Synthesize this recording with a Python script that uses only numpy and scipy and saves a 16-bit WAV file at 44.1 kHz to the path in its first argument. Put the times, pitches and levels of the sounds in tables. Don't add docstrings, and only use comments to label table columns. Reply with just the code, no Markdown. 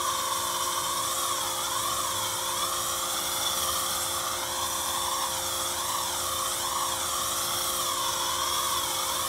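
import sys
import numpy as np
from scipy import signal
from scipy.fft import rfft, irfft
from scipy.io import wavfile
from scipy.ndimage import uniform_filter1d, map_coordinates

SR = 44100
rng = np.random.default_rng(int(sys.argv[2]) if len(sys.argv) > 2 else 0)


def dump_mix(stems):
    frames = np.atleast_2d(stems).T
    limited = np.clip(frames, -1, 1)
    pcm = np.round(limited * 32767).astype(np.int16)
    wavfile.write(sys.argv[1], SR, pcm)


N = 409248
TIME = np.arange(N) / SR
BIN_HZ = np.maximum(np.arange(N // 2 + 1) * SR / N, 1)

# start_s, length_s, mist_change_db
JET_MISSES = [(-.1, 0.42, -1.2), (4.22, 0.33, -2), (7.9, 0.65, -.8)]


def from_db(db):
    return 10 ** (np.asarray(db) / 20)


def unit_rms(x):
    return x / np.sqrt(np.mean(x ** 2) + 1e-20)


def noise(gain):
    return unit_rms(irfft(rfft(rng.standard_normal(N)) * gain, N))


def drift(rate_hz):
    return noise(1 / (1 + (BIN_HZ / rate_hz) ** 2))


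def colour(spectrum):
    hz, db = np.transpose(spectrum)
    return from_db(np.interp(np.log(BIN_HZ), np.log(hz), db))


def swells(rows):
    return sum(db * np.cos(np.pi * np.clip((TIME - middle_s) / length_s, -.5, .5)) ** 2
               for middle_s, length_s, db in rows)


def passes(rows, edge_s=0.12):
    return sum(db * np.clip(.5 + np.minimum(TIME - start_s, start_s + length_s - TIME) / edge_s, 0, 1)
               for start_s, length_s, db in rows)


def tube_resonance(modes, skirt_widths):
    out = 0
    for pitch_hz, width_hz, db in modes:
        response = 1 / np.hypot(1, (BIN_HZ / pitch_hz - pitch_hz / BIN_HZ) * pitch_hz / width_hz)
        skirt = 1 / np.hypot(1, (BIN_HZ - pitch_hz) / (skirt_widths * width_hz))
        out += noise(response * skirt) * from_db(db) * np.sqrt(width_hz)
    return unit_rms(out)


def nozzle():
    # pitch_hz, width_hz, relative_db
    roar_modes = [(1107, 123, 1), (960, 122, -7.5)]
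    rasp_modes = [(3418, 367, -1), (5650, 780, -5), (7940, 820, -15.5)]
    # frequency_hz, relative_db
    jet_spectrum = [(100, -4), (250, 4), (440, -5), (560, -0.5), (700, 2.5), (900, 10), (1300, -14),
                    (1700, -7), (2300, 6), (2720, -13.5), (3100, 11), (4200, 5.5), (4900, -2.5), (6300, 3),
                    (7200, -11), (10000, -5.5)]
    # middle_s, length_s, roar_boost_db
    gulps = [(.09, .12, 3.5)]
    # middle_s, length_s, rasp_boost_db
    swings = [(3.62, 0.74, 3), (4.8, 0.48, 0.2), (8.45, 2.7, 3)]
    facing_db = swells(swings)
    sputter = drift(rate_hz=29)
    intake_db = swells(gulps) + 0.25 * drift(rate_hz=3)
    roar_db = -35 + 0.26 * facing_db + intake_db + 0.67 * sputter
    roar = from_db(roar_db) * tube_resonance(roar_modes, skirt_widths=6)
    rasp = from_db(-38.5 + facing_db) * tube_resonance(rasp_modes, skirt_widths=0.66)
    open_jet = from_db(-40.5 + 0.53 * facing_db) * noise(colour(jet_spectrum))
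    return roar + (rasp + open_jet) * from_db(0.99 * sputter)


def wand_lag_ms():
    # time_s, echo_lag_ms
    turning_points = [(0, 1.86), (.41, 1.96), (0.911, 1.91), (1.19, 1.56), (1.551, 2.39), (1.95, 1.62),
                      (2.3, 2.23), (2.78, 1.57), (3.36, 1.4), (3.74, 1.59), (4.01, 1.44), (4.26, 1.53),
                      (4.58, 1.185), (4.839, 1.167), (5.15, 1.063), (5.58, 1.51), (5.94, 1.03),
                      (6.38, 1.695), (6.78, 1.01), (7.18, 1.6), (7.58, 1.46), (8.18, 2.06), (8.62, 1.79),
                      (8.98, 2.35), (9.32, 1.59)]
    time_s, lag_ms = np.transpose(turning_points)
    turns = np.arange(len(time_s))
    stroke, progress = np.divmod(np.interp(TIME, time_s, turns), 1)
    return np.interp(stroke + np.sin(np.pi * progress / 2) ** 2, turns, lag_ms)


def tyre_incidence(square_lag_ms=1.62, width_ms=0.2):
    return np.exp(-((wand_lag_ms() - square_lag_ms) / width_ms) ** 2)


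def mist(flutter_db=1.46, bands=10):
    # frequency_hz, relative_db
    hiss_spectrum = [(3000, -27), (5000, -6), (6500, 2.5), (7100, 3), (7900, 5), (9700, 3), (10450, -2),
                     (11100, -1), (12400, -3), (13000, -9), (14000, -12.5), (15700, -29.5)]
    # middle_s, length_s, boost_db
    clouds = [(1.2, .55, 2), (4.0, 0.23, 2.5), (6.5, .25, 1.5), (7.33, .4, 1)]
    level_db = -37.5 + 0.9 * tyre_incidence() + passes(JET_MISSES) + swells(clouds)
    hiss = rfft(noise(colour(hiss_spectrum)))
    centres_hz = np.geomspace(5000, 15000, bands)
    out = 0
    for weights in np.eye(bands):
        band = irfft(hiss * np.interp(BIN_HZ, centres_hz, weights), N)
        out += band * from_db(flutter_db * drift(rate_hz=12))
    return out * from_db(level_db)


def ground_echo(direct, reflection=0.7, dull_hz=3170):
    dull = irfft(rfft(direct) / np.hypot(1, BIN_HZ / dull_hz), N)
    delayed_index = np.arange(N) - wand_lag_ms() * SR / 1000
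    return direct + reflection * map_coordinates(dull, [delayed_index], order=3, mode="mirror")


def spatter(drops_per_s=16000, spread_db=6.5):
    # frequency_hz, relative_db
    impact_spectrum = [(60, 1.5), (200, -2.5), (450, -16), (2100, -16), (2700, -9.5), (4000, -3),
                       (7000, -13), (9700, 2.5), (10450, -6.5), (11300, -1.5), (13500, -3.5), (15700, -7.5)]
    # start_s, length_s, splash_weight
    bumper_hits = [(3.12, 0.92, 2.5), (4.67, .28, 3), (7.42, .47, 3), (8.55, .8, 2.5)]
    sizes = from_db(spread_db * np.minimum(rng.exponential(1, N), 4)) * rng.choice([-1, 1], N)
    drops = sizes * (rng.random(N) < drops_per_s / SR)
    patter = unit_rms(irfft(rfft(drops) * colour(impact_spectrum), N))
    splash = 1.6 * tyre_incidence() + passes(JET_MISSES) + passes(bumper_hits)
    contrast_db = 0.5 * (splash - splash.mean())
    clumps_db = 1.3 * drift(rate_hz=13)
    return patter * from_db(-42.5 + splash + contrast_db + clumps_db)


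def car_echoes(direct, strength=0.53, corner_hz=2400, sway_ms=0.077, count=12, oversample=4):
    treble_spectrum = rfft(direct) / np.hypot(1, (corner_hz / BIN_HZ) ** 2)
    treble = oversample * irfft(treble_spectrum, oversample * N)
    knots_s = np.linspace(0, N / SR, 30)
    wand_ms = wand_lag_ms()
    out = direct.copy()
    for lag_ms in np.linspace(1, 9, count) * rng.uniform(.9, 1.1, count):
        wobble_ms = sway_ms * np.interp(TIME, knots_s, rng.standard_normal(len(knots_s)))
        follow_ms = 0.29 * rng.uniform(-1, 1) * (wand_ms - wand_ms.mean())
        shift_ms = uniform_filter1d(wobble_ms + follow_ms, size=6000, mode="nearest")
        delayed_index = oversample * (np.arange(N) - (lag_ms + shift_ms) * SR / 1000)
        echo = map_coordinates(treble, [delayed_index], order=1, mode="mirror")
        out += rng.choice([-1, 1]) * strength / np.sqrt(count) * echo
    return out


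def pump(shaft_hz=58.745, mains_hz=60, waver_db=2.5, scatter_db=-62.5):
    # shaft_multiple, rms_level_db
    shaft_orders = [(2, -75), (3, -60.5), (4, -67), (5, -57.5), (6, -49.5), (7, -67.5), (8, -91),
                    (9, -45.5), (10, -54.5), (11, -54.5), (12, -64), (13, -79), (26, -82), (28, -69),
                    (29, -60), (30, -80), (31, -60.5), (32, -63.5), (33, -73), (34, -63.5), (37, -62.5),
                    (38, -67), (40, -70), (47, -83)]
    # mains_multiple, rms_level_db
    motor_hum = [(2, -86), (4, -72), (6, -61)]
    turns = shaft_hz * TIME + np.cumsum(0.01416 * drift(rate_hz=0.4)) / SR
    knots_s = np.arange(int(N / SR * 8) + 2) / 8
    out = np.zeros(N)
    for multiple, db in shaft_orders:
        waver, slip = (np.interp(TIME, knots_s, rng.standard_normal(len(knots_s))) for _ in range(2))
        depth = min(from_db((scatter_db - db) / 2), 1)
        phase = 2 * np.pi * multiple * turns + 0.26 * depth * slip + rng.uniform(0, 2 * np.pi)
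        out += from_db(db + waver_db * depth * waver) * np.sin(phase)
    for multiple, db in motor_hum:
        out += from_db(db) * np.sin(2 * np.pi * multiple * mains_hz * TIME)
    return np.sqrt(2) * out


def yard(level_db=-44):
    # frequency_hz, relative_db
    rush_spectrum = [(20, -20), (45, -8), (60, -2), (110, 1.5), (160, -13.5), (360, -4.5), (435, -16),
                     (520, -5.5), (680, -12.5), (850, -11.5), (1500, -9.5), (2200, -11.5), (2700, -20.5),
                     (8000, -17)]
    return from_db(level_db) * noise(colour(rush_spectrum))


def panel_boom(width_hz=2.6):
    # time_s, pitch_hz, relative_db
    boom_track = [(0, 100, -60), (1.3, 110.7, -61), (2.1, 102, -46.5), (2.6, 103.4, -59.5),
                  (3.5, 82.5, -53.5), (5, 84, -49.5), (6.6, 83.9, -49), (8.1, 78, -61), (8.7, 73.2, -49),
                  (9.28, 82.3, -55)]
    time_s, pitch_hz, relative_db = np.transpose(boom_track)
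    phase = 2 * np.pi * np.cumsum(np.interp(TIME, time_s, pitch_hz)) / SR
    boom = unit_rms(drift(width_hz) * np.cos(phase) + drift(width_hz) * np.sin(phase))
    return boom * from_db(np.interp(TIME, time_s, relative_db) - 3)


def scene():
    jet = ground_echo(nozzle() + mist())
    washing = car_echoes(jet + spatter())
    mono = washing + pump() + yard() + panel_boom()
    return np.array([mono, mono])


def record(dry, bass_hz=42, top_hz=15680):
    high_pass = signal.butter(4, bass_hz, "high", fs=SR, output="sos")
    low_pass = signal.ellip(14, .1, 80, top_hz, fs=SR, output="sos")
    return signal.sosfilt(low_pass, signal.sosfilt(high_pass, dry))


dry = scene()
out = record(dry)
dump_mix(out)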